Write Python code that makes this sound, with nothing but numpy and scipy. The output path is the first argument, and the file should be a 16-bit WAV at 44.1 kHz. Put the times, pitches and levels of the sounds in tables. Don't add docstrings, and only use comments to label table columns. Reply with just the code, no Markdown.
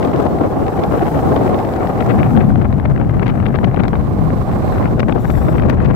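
import sys
import numpy as np
from scipy import signal
from scipy.fft import rfft, irfft, next_fast_len
from scipy.io import wavfile
from scipy.ndimage import uniform_filter1d, minimum_filter1d

SR = 44100
rng = np.random.default_rng(int(sys.argv[2]) if len(sys.argv) > 2 else 0)


def int16_out(signal):
    q = np.round(np.clip(np.atleast_2d(signal).T, -1, 1) * 32767)
    wavfile.write(sys.argv[1], SR, q.astype(np.int16))


N = 262395
TIME = np.arange(N) / SR
FFT_SIZE = next_fast_len(N, True)
FREQ = np.maximum(np.fft.rfftfreq(FFT_SIZE, 1 / SR), 1)


def undb(db):
    return 10 ** (np.asarray(db) / 20)

def curves(table):
    times, *columns = np.transpose(table)
    return [np.interp(TIME, times, column) for column in columns]

def shape(sound, gain):
    return irfft(rfft(sound, FFT_SIZE) * gain / np.sqrt(np.mean(gain ** 2)), FFT_SIZE)[:N]

def colour(sound, tone):
    hz, db = np.transpose(tone)
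    ends = np.minimum(FREQ / hz[0], 1) ** 2 * np.minimum(hz[-1] / FREQ, 1) ** 3
    return shape(sound, ends * undb(np.interp(np.log(FREQ), np.log(hz), db)))

def noise():
    return rng.standard_normal(N)

def wander(rate_hz):
    points = rng.standard_normal(N // 8)
    path = np.interp(TIME * 2 * rate_hz, np.arange(len(points)), points)
    path -= uniform_filter1d(path, size=SR // 5)
    return path / np.std(path)

def surge(curve, depth_db):
    gain = undb(depth_db * np.clip(curve, -3, 1.7))
    return gain / np.sqrt(np.mean(gain ** 2))

def eddies(tone, span_s):
    pressure = colour(noise(), tone)
    size = max(int(span_s * SR), 64)
    return pressure / np.sqrt(uniform_filter1d(uniform_filter1d(pressure ** 2, size), size))

def swell(peak_s, rise_s, fall_s):
    age = TIME - peak_s
    return np.exp(-np.minimum((age / np.where(age < 0, rise_s, fall_s)) ** 2, 40))

def resonance(pitch_hz, width_hz):
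    a, b = (shape(noise(), 1 / (1 + (2 * FREQ / width_hz) ** 2)) for _ in range(2))
    phase = 2 * np.pi * np.cumsum(pitch_hz) / SR
    return a * np.cos(phase) + b * np.sin(phase)

def pops(per_s, scatter_db, max_db):
    happens = rng.random(N) < per_s / SR
    level_db = np.minimum(scatter_db * rng.exponential(size=N), max_db)
    return happens * undb(level_db) * np.sign(noise())


# time_s, left_db, right_db
BUFFET_LEVELS = [(0.0, -20, -21), (0.85, -19.5, -24), (1.25, -17.5, -17.5), (1.5, -17, -20.5),
                 (1.68, -24, -34), (1.98, -17, -24), (2.1, -15.5, -16), (2.42, -10.5, -15),
                 (2.68, -14.5, -23), (3.05, -13.5, -20), (3.35, -14.5, -21.5), (3.8, -15.5, -25.5),
                 (4.25, -15.5, -23.5), (4.6, -20, -20), (4.95, -14, -18), (5.22, -16, -31),
                 (5.48, -14.5, -17), (5.95, -13, -19)]
# pitch_hz, level_db
BUFFET_TONE = [(45, -17.5), (80, -3.5), (115, 4), (190, -1), (260, -8.5), (380, -15.5), (900, -68)]
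# pitch_hz, level_db
FAST_TONE = [(130, -6.5), (195, 1.5), (255, 1), (320, -28), (600, -48)]

def buffet(gusts):
    left_db, right_db = curves(BUFFET_LEVELS)
    fast_db = -18.5 + 1.42 * (left_db + 13)
    left = undb(left_db) * eddies(BUFFET_TONE, span_s=0.14)
    left += undb(fast_db) * eddies(FAST_TONE, span_s=0.059)
    right = undb(right_db + 0.8) * eddies(BUFFET_TONE, span_s=0.088) * surge(wander(9), depth_db=1)
    return np.array([gusts * left, right])


# time_s, rush_db, sputter_db
ROUGH_AIR_LEVELS = [(0.0, -11.5, -69), (0.55, -16.5, -47), (1.1, -17, -35.5), (1.42, -16, -53),
                    (1.7, -19, -38), (2.2, -19.5, -38.5), (2.72, -25.5, -45), (3.3, -19, -40.5),
                    (3.6, -23, -43), (3.85, -20, -41.5), (4.1, -30.5, -47.5), (4.7, -26.5, -42.5),
                    (4.85, -18.5, -35), (4.94, -21.5, -49), (5.12, -19, -47), (5.3, -22, -41),
                    (5.62, -15.5, -39), (5.95, -17.5, -37.5)]
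# time_s, level_db
STREAM_LEVEL = [(0.0, -40.5), (0.42, -43.5), (0.8, -43), (1.48, -40.0), (1.68, -43.5), (2.1, -43),
                (2.45, -47.5), (2.8, -52.5), (3.85, -50.5), (4.0, -45.5), (4.35, -42), (4.75, -40.5),
                (4.94, -43), (5.04, -51.5), (5.3, -53), (5.5, -43.5), (5.72, -51), (5.95, -49)]
# pitch_hz, level_db
LEFT_RUSH_TONE = [(120, -17.5), (290, 4), (480, -1.5), (780, -6), (950, -14), (1200, -15.5), (1600, -25),
                  (2100, -38.5), (3000, -43), (6000, -59)]
RIGHT_RUSH_TONE = [(120, -10), (290, 3.5), (480, 1), (740, -1.5), (900, -11.5), (1070, -3.5), (1500, -28),
                   (2100, -26.5), (3000, -40), (6000, -69)]

def rush(gusts, flutter):
    left = undb(curves(ROUGH_AIR_LEVELS)[0] - 0.5) * eddies(LEFT_RUSH_TONE, span_s=0.06)
    right = undb(curves(STREAM_LEVEL)[0] + 22) * eddies(RIGHT_RUSH_TONE, span_s=0.036)
    return np.array([left * gusts * surge(flutter, 4.1), right * surge(wander(37), 2.8)])


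# time_s, level_db
THROB_LEVEL = [(0, -31), (1.0, -26), (1.7, -30.5), (2.2, -28.5), (2.7, -18.5), (3.2, -22), (4.45, -20.5),
               (5.1, -21), (5.5, -19.5), (5.95, -17.5)]
# pitch_hz, level_db
CABIN_TONE = [(20, -19.5), (45, 2.5), (80, -1), (130, 6.5), (220, 1.5), (400, -10.5)]

def cabin():
    return undb(curves(THROB_LEVEL)[0] - 3) * eddies(CABIN_TONE, span_s=0.059)


# pitch_hz, level_db
RUMBLE_TONE = [(12, -41), (25, -14), (45, -9), (70, -2), (95, -2.5), (140, -52), (300, -61)]

def rumble():
    throb_db = curves(THROB_LEVEL)[0]
    left = undb(throb_db + 2.5) * eddies(RUMBLE_TONE, span_s=0.05) * surge(wander(5), 3.4)
    right = undb(throb_db) * eddies(RUMBLE_TONE, span_s=0.18) * surge(wander(9.2), 1.6)
    return np.array([left, right])


# time_s, level_db
TYRE_LEVEL = [(0, -27), (1.4, -20.5), (2.1, -23), (2.8, -32.5), (3.8, -33), (4.6, -27.5), (5.1, -32),
              (5.95, -34.5)]
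# pitch_hz, level_db
TYRE_TONE = [(60, -4.5), (200, -5.5), (420, -5), (560, -8), (770, -4), (860, -20.5), (980, -19.5),
             (2000, -38.5)]
TREAD_HZ, TREAD_WIDTH_HZ, TREAD_DRIFT = 794.7, 180, 0.0343

def tyres():
    pitch_hz = TREAD_HZ * (1 + TREAD_DRIFT * wander(4))
    hollow = resonance(pitch_hz, TREAD_WIDTH_HZ) * surge(wander(25), 3.9)
    return undb(curves(TYRE_LEVEL)[0]) * (colour(noise(), TYRE_TONE) + undb(-6) * hollow)


# time_s, level_db
LEFT_HISS_LEVEL = [(0, -50.5), (.75, -49), (1.1, -43.5), (1.55, -48), (2.33, -47.5), (2.6, -56.5),
                   (3.0, -58), (3.3, -54.5), (3.75, -57), (4.75, -50.5), (5.04, -56.5), (5.35, -50),
                   (5.72, -62), (5.95, -58.5)]
# pitch_hz, level_db
LEFT_HISS_TONE = [(1500, -15), (3500, -1.5), (5000, 0), (6900, -1.5), (8000, 1), (9200, -7), (10300, -2),
                  (12000, 2), (14000, 2), (16000, -2)]
RIGHT_HISS_TONE = [(1200, 20.5), (2500, 0), (4000, -0.5), (5200, -5), (6800, -10), (8000, -8), (9400, -12),
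                   (12500, -13), (16000, -15)]

def hiss():
    left = undb(curves(LEFT_HISS_LEVEL)[0]) * colour(noise(), LEFT_HISS_TONE)
    right = undb(curves(STREAM_LEVEL)[0] + 5.5) * colour(noise(), RIGHT_HISS_TONE)
    return np.array([left * surge(wander(17), 1), right * surge(wander(60), 0.96)])


# time_s, level_db
FIZZ_LEVEL = [(0, -38), (.55, -47.5), (.9, -42), (1.4, -39.5), (2.2, -45.5), (2.6, -50), (3.9, -50),
              (4.8, -46.5), (5.05, -48), (5.95, -44.5)]
# pitch_hz, level_db
FIZZ_TONE = [(1200, 8.5), (2200, 5), (3000, -8), (3900, -3), (5000, -12.5), (8000, -11), (9500, -20.5)]

def fizz(flutter):
    clicks = pops(per_s=450, scatter_db=4, max_db=12)
    loudness = undb(curves(FIZZ_LEVEL)[0]) * surge(flutter, 4.1)
    return loudness * colour(clicks / np.std(clicks), FIZZ_TONE)


# pitch_hz, level_db
TICK_TONE = [(800, -8), (2000, 7), (3200, 1), (4500, -15), (6000, -9), (8000, -24), (16000, -26)]

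def ticks():
    clicks = pops(per_s=130, scatter_db=3, max_db=12)
    ring = noise()[:SR // 200] * np.exp(-TIME[:SR // 200] / .0005)
    ticking = signal.oaconvolve(clicks, ring)[:N]
    return undb(curves(ROUGH_AIR_LEVELS)[0] - 36.5) * colour(ticking / np.std(ticking), TICK_TONE)


# pitch_hz, level_db
SPUTTER_TONE = [(300, -2), (800, 10.5), (1300, 8), (2100, -2), (3000, -13), (4000, -38), (6000, -54.5),
                (9000, -46), (16000, -66)]

def sputter(flutter, pressure):
    clusters = surge(flutter, 3.5) * surge(wander(500), 5.6) * surge(pressure / np.std(pressure), 0.44)
    return undb(curves(ROUGH_AIR_LEVELS)[1] + 9.5) * colour(noise() * clusters, SPUTTER_TONE)


def small_rips(per_s=12, length_s=0.0022):
    count = int(per_s * N / SR)
    peak_s = (np.arange(count) + rng.random(count)) / per_s
    strength, brightness = rng.uniform(-1, 1, (count, 2)).T
    level_db = np.interp(peak_s, TIME, curves(ROUGH_AIR_LEVELS)[1]) + 6 + 3 * strength
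    treble_limit_hz = 3300 * 2 ** (.6 * brightness)
    return list(zip(peak_s, level_db, np.full(count, length_s), treble_limit_hz))


# peak_s, level_db, length_s, treble_limit_hz
MAIN_RIPS = [(0.029, -23.5, 0.004, 4000), (0.05, -22.5, 0.0016, 5500), (0.083, -33, 0.0036, 4000),
             (0.136, -28.5, .006, 3800), (0.147, -34, .002, 4500), (0.161, -30, 0.0044, 5000),
             (0.178, -33, 0.0027, 4200), (0.202, -29, 0.0036, 5200), (0.24, -34, .003, 3000),
             (0.268, -31, 0.0022, 5500), (0.388, -30, 0.0033, 3500), (0.668, -33, 0.0027, 4200),
             (0.682, -24, .002, 5500), (0.693, -40, 0.0027, 4000), (0.739, -31, 0.0026, 2400),
             (0.777, -29.5, .004, 2400), (0.792, -32, .004, 3600), (0.838, -25, 0.0045, 4000),
             (0.923, -29, 0.0033, 4000), (0.953, -36, 0.0068, 4200), (0.994, -26, .0025, 3000),
             (1.026, -32, .003, 3800), (1.068, -29, .006, 3500), (1.159, -33, 0.0024, 3000),
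             (1.193, -28, .003, 2200), (1.328, -32, 0.0037, 4500), (1.364, -26.5, .006, 3800),
             (1.378, -30, 0.0034, 4200), (1.479, -27, 0.0037, 3500), (1.497, -28, .003, 3000),
             (1.544, -26.5, 0.0053, 4500), (1.589, -30, 0.0067, 5000), (1.65, -28, 0.0038, 4500),
             (1.69, -32, 0.0033, 3800), (1.737, -29, 0.0022, 5000), (1.832, -32, .003, 3500),
             (1.873, -27, 0.0033, 4000), (1.913, -35, .002, 3500), (1.964, -32, .003, 2500),
             (2.007, -24, 0.0049, 3400), (2.025, -22, 0.0023, 2400), (2.105, -22.5, 0.015, 2900),
             (2.195, -27.5, 0.018, 2700), (2.232, -17, 0.0035, 2400), (2.366, -25, 0.0033, 3220),
             (2.375, -20, 0.0025, 3500), (2.409, -23.5, 0.0087, 2800), (2.558, -24, .002, 2400),
             (2.618, -27, 0.0058, 2830), (2.65, -30, 0.011, 2100), (2.727, -26, 0.0031, 3500),
             (2.799, -23.5, 0.0024, 2450), (2.856, -23, 0.0057, 2380), (2.962, -28, 0.0058, 2030),
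             (2.978, -25.5, 0.0024, 2600), (3.014, -24, 0.0022, 2000), (3.096, -27, 0.0038, 2390),
             (3.196, -24, 0.0026, 2220), (3.23, -23, 0.0066, 2860), (3.266, -24.5, 0.01, 3600),
             (3.281, -22.5, 0.0025, 6200), (3.297, -27, 0.012, 3560), (3.402, -25.5, 0.0023, 2280),
             (3.428, -27, 0.0026, 2400), (3.457, -25.5, 0.0056, 3200), (3.466, -19.5, 0.0032, 3380),
             (3.543, -25, 0.0044, 2500), (3.556, -24.5, 0.0087, 3600), (3.588, -17, 0.0015, 2510),
             (3.646, -19.5, 0.0052, 3900), (3.714, -29, 0.0018, 3000), (3.745, -24.5, 0.0012, 5500),
             (3.763, -26, 0.0019, 2800), (3.772, -22, 0.0019, 1890), (3.798, -24.5, 0.01, 2840),
             (3.836, -17, 0.0016, 6800), (3.841, -25, 0.0039, 2500), (3.854, -25, .003, 2400),
             (3.882, -18.5, 0.0011, 6800), (3.933, -21.5, 0.0022, 2070), (3.956, -25.5, 0.0033, 3000),
             (4.305, -26, .003, 2000), (4.515, -31.5, 0.004, 2200), (4.75, -36, .002, 2400),
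             (4.798, -32, .002, 2400), (4.828, -26, .003, 2400), (4.857, -21, 0.0022, 2200),
             (4.996, -20, 0.0022, 6200), (5.003, -18, 0.0035, 4270), (5.032, -22.5, 0.0043, 2000),
             (5.085, -21, 0.0022, 3000), (5.096, -20, 0.0025, 2600), (5.124, -22, 0.003, 3500),
             (5.185, -36, 0.0024, 4000), (5.255, -20, 0.0019, 3300), (5.304, -20, 0.0018, 6800),
             (5.353, -27.5, 0.0033, 2600), (5.485, -24, 0.0025, 2400), (5.583, -22, 0.0033, 3000),
             (5.598, -16.5, 0.0015, 2900), (5.623, -29, .003, 2300), (5.636, -24, .002, 2400),
             (5.699, -14.5, 0.003, 7800), (5.709, -26, .0025, 6500), (5.786, -33, .002, 2500),
             (5.804, -23.5, 0.0039, 2520), (5.848, -29, 0.004, 6000), (5.859, -27.5, 0.0059, 4000),
             (5.909, -25, 0.0058, 2200)]
# pitch_hz, level_db
RIP_TONE = [(100, -18), (250, 14), (500, 14.5), (900, 9.5), (1450, 7), (2150, 4.5), (2900, -1.5),
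            (3700, -5.5), (6000, -14.5), (8000, -19.5), (9300, -22.5), (16000, -4)]
RIP_RISE, RIP_FALL = 0.6, 0.79

def rips():
    out, size = np.zeros(N), 2048
    hz = np.maximum(np.fft.rfftfreq(size, 1 / SR), 1)
    age = (np.arange(size) - size // 2) / SR
    tone_hz, tone_db = np.transpose(RIP_TONE)
    tone = undb(np.interp(np.log(hz), np.log(tone_hz), tone_db))
    rough_air = noise() * surge(wander(790), 4.5)
    for peak_s, level_db, length_s, treble_limit_hz in list(MAIN_RIPS) + small_rips():
        start = int(np.clip(peak_s * SR - size // 2, 0, N - size))
        tear = np.exp(-(age / (length_s * np.where(age < 0, RIP_RISE, RIP_FALL))) ** 2)
        spectrum = rfft(tear * rough_air[start:start + size]) * tone
        spectrum /= np.sqrt(1 + (hz / treble_limit_hz) ** 6)
        treble = irfft(spectrum * (hz > 1500))
        treble_level = np.sqrt(np.sum(treble ** 2) / np.sum(tear ** 2))
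        out[start:start + size] += undb(level_db + 0.13) * irfft(spectrum) / treble_level
    return out


# peak_s, length_s, left_db, right_db
SLAPS = [(0.05, 0.0044, -13, -19), (0.095, 0.0066, -10, -34), (0.149, 0.014, -8.5, -19),
         (0.199, 0.0065, -15.5, -14), (0.266, 0.0065, -8.5, -16), (0.412, 0.007, -9.5, -13),
         (0.444, 0.033, -14, -15), (0.525, 0.0065, -33, -21), (0.572, 0.012, -17, -18),
         (0.624, 0.01, -12, -14), (0.787, 0.017, -16, -32), (0.828, 0.026, -32, -16),
         (0.923, 0.0055, -10, -18), (0.943, .01, -11, -13), (1.028, 0.0072, -8.5, -12),
         (1.158, 0.022, -13.5, -31), (1.229, .018, -13, -19), (1.318, 0.032, -11, -19),
         (1.373, 0.025, -12.5, -24), (1.416, 0.01, -10, -14), (1.462, 0.011, -22, -16),
         (1.529, 0.021, -11.5, -19), (1.59, 0.018, -22, -23), (1.898, 0.0073, -8.5, -16),
         (2.104, 0.037, -13.5, -34), (2.148, 0.0076, -16, -17), (2.208, 0.018, -9.5, -34),
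         (2.371, 0.019, -8.5, -23), (3.548, 0.0061, -12, -35), (3.59, .004, -14.5, -35),
         (3.639, 0.0037, -8, -35), (3.745, 0.0024, -10, -37), (3.775, 0.005, -8, -35),
         (3.806, 0.0053, -9, -28), (3.939, 0.0051, -11, -35), (4.722, .005, -11, -30),
         (4.857, .006, -15, -33), (5.09, 0.0093, -12, -26), (5.124, 0.005, -11.5, -30),
         (5.158, 0.0072, -9, -25), (5.181, 0.0041, -13, -26), (5.248, 0.0037, -11, -30),
         (5.299, 0.0025, -6.5, -27), (5.487, 0.012, -9.5, -29), (5.638, 0.0038, -26, -16),
         (5.7, .005, -14, -28)]
SLAP_RISE = 0.59

def slaps():
    force = sum(undb(sides_db)[:, None] * swell(peak_s, SLAP_RISE * length_s, length_s)
                for peak_s, length_s, *sides_db in SLAPS)
    return force * np.array([eddies(tone, span_s=0.0022) for tone in (LEFT_RUSH_TONE, RIGHT_RUSH_TONE)])


# middle_s, half_length_s, dip_db
LULLS = [(0.069, 0.0069, 11), (0.127, .006, 9), (0.393, .006, 5), (0.498, 0.013, 13), (0.713, 0.0075, 30),
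         (0.861, 0.01, 8), (1.103, 0.016, 14), (1.217, 0.0068, 23), (1.887, 0.0065, 13), (4.352, 0.004, 21),
         (4.452, 0.026, 5.5)]

def lulls():
    return undb(-sum(dip_db / (1 + ((TIME - middle_s) / half_length_s) ** 2) ** 2
                     for middle_s, half_length_s, dip_db in LULLS))


# peak_s, half_length_s, level_db, pitch_hz, glide_octaves_per_s
THUMPS = [(1.19, 0.029, -20, 184, -0.5), (1.267, 0.053, -17, 201, -0.5), (2.095, 0.0265, -13.5, 138, -3.5),
          (2.164, .028, -13, 205.2, 2.5), (2.204, .035, -10, 132, 4), (2.281, 0.025, -15, 185, 4),
          (2.353, 0.032, -13, 145, 3), (2.372, 0.028, -6.5, 228.7, 0), (2.484, .035, -9.5, 190, 2.5),
          (2.52, 0.027, -12, 250, -1.5), (2.54, .03, -8, 108, 3), (2.62, 0.025, -12.5, 115, 3.5),
          (2.91, 0.018, -6.5, 145, 0), (3.653, 0.019, -9, 185, 0), (3.8, 0.022, -10, 172, -0.5),
          (4.252, 0.044, -12.5, 153, 0.5), (5.364, 0.03, -14.5, 80, 1), (5.446, 0.043, -13.5, 130, 1),
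          (5.55, 0.037, -14.5, 68, -2), (5.626, 0.05, -12, 125, -1), (5.875, 0.035, -11, 147, -1.5)]

def thumps():
    out = np.zeros(N)
    waver = 1 + 0.094 * wander(70)
    for peak_s, half_length_s, level_db, pitch_hz, glide in THUMPS:
        octaves = glide * np.clip(TIME - peak_s, -2 * half_length_s, 2 * half_length_s)
        phase = 2 * np.pi * np.cumsum(pitch_hz * waver * 2 ** octaves) / SR
        out += undb(level_db) * swell(peak_s, half_length_s, half_length_s) * np.sqrt(2) * np.sin(phase)
    return out


# time_s, level_db
WHISTLE_LEVEL = [(0, -86), (3.8, -71.5), (4.05, -60), (4.35, -56.5), (4.75, -48), (4.9, -58), (5.04, -75),
                 (5.95, -85)]
# pitch_hz, width_hz, left_db, right_db
WHISTLE_BANDS = [(4090, 1100, -12, 2), (4870, 600, -19, -18), (6200, 900, -20, -8), (7800, 900, -12, -11),
                 (11700, 1400, -10, -4.5), (14000, 1700, -8, -16)]

def whistle():
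    ring = sum(undb(sides_db)[:, None] * resonance(np.full(N, pitch_hz), width_hz)
               for pitch_hz, width_hz, *sides_db in WHISTLE_BANDS)
    return undb(curves(WHISTLE_LEVEL)[0] - 6) * surge(wander(27), 2.2) * ring


# time_s, level_db
JET_LEVEL = [(0, -110), (5.05, -81.5), (5.185, -67), (5.2, -53), (5.42, -50), (5.56, -55), (5.68, -70),
             (5.95, -95)]
# first_pitch_hz, last_pitch_hz, width_hz, left_db, right_db
JET_BANDS = [(3700, 3450, 460, -8, -6.5), (4470, 4900, 700, -13, -18), (5800, 5400, 900, -6, -19),
             (7300, 8000, 620, -4, -22), (8700, 8000, 1200, -20, -9), (10350, 11000, 1000, -7, -36),
             (12900, 12200, 2000, -0.5, -14), (14700, 15000, 1500, -5.5, -22)]

def jet(glide_start_s=5.2, glide_end_s=5.6):
    glide = np.interp(TIME, [glide_start_s, glide_end_s], [0, 1])
    waver = 1 + .02 * wander(9)
    bands = np.zeros((2, N))
    for first_hz, last_hz, width_hz, *sides_db in JET_BANDS:
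        pitch_hz = (first_hz + (last_hz - first_hz) * glide) * waver
        bands += undb(sides_db)[:, None] * resonance(pitch_hz, width_hz)
    return undb(curves(JET_LEVEL)[0]) * surge(wander(25), 1.3) * bands


def scene():
    flutter = wander(46.5)
    gusts = surge(wander(9), depth_db=1)
    wind = buffet(gusts) + rush(gusts, flutter) + rumble() + slaps()
    wind[0] += thumps()
    wind[0] += fizz(flutter) + ticks() + sputter(flutter, pressure=wind[0])
    wind *= lulls()
    wind[0] += rips()
    return wind + cabin() + tyres() + hiss() + whistle() + jet()

def record(dry):
    safe_gain = np.minimum(1, .97 / np.maximum(np.abs(dry), 1e-6))
    held_gain = minimum_filter1d(safe_gain, size=61)
    smooth_gain = uniform_filter1d(uniform_filter1d(held_gain, size=31), size=31)
    top_hz = 15750
    return signal.sosfilt(signal.ellip(10, .2, 80, top_hz, fs=SR, output="sos"), dry * smooth_gain)


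dry = scene()
out = record(dry)
int16_out(out)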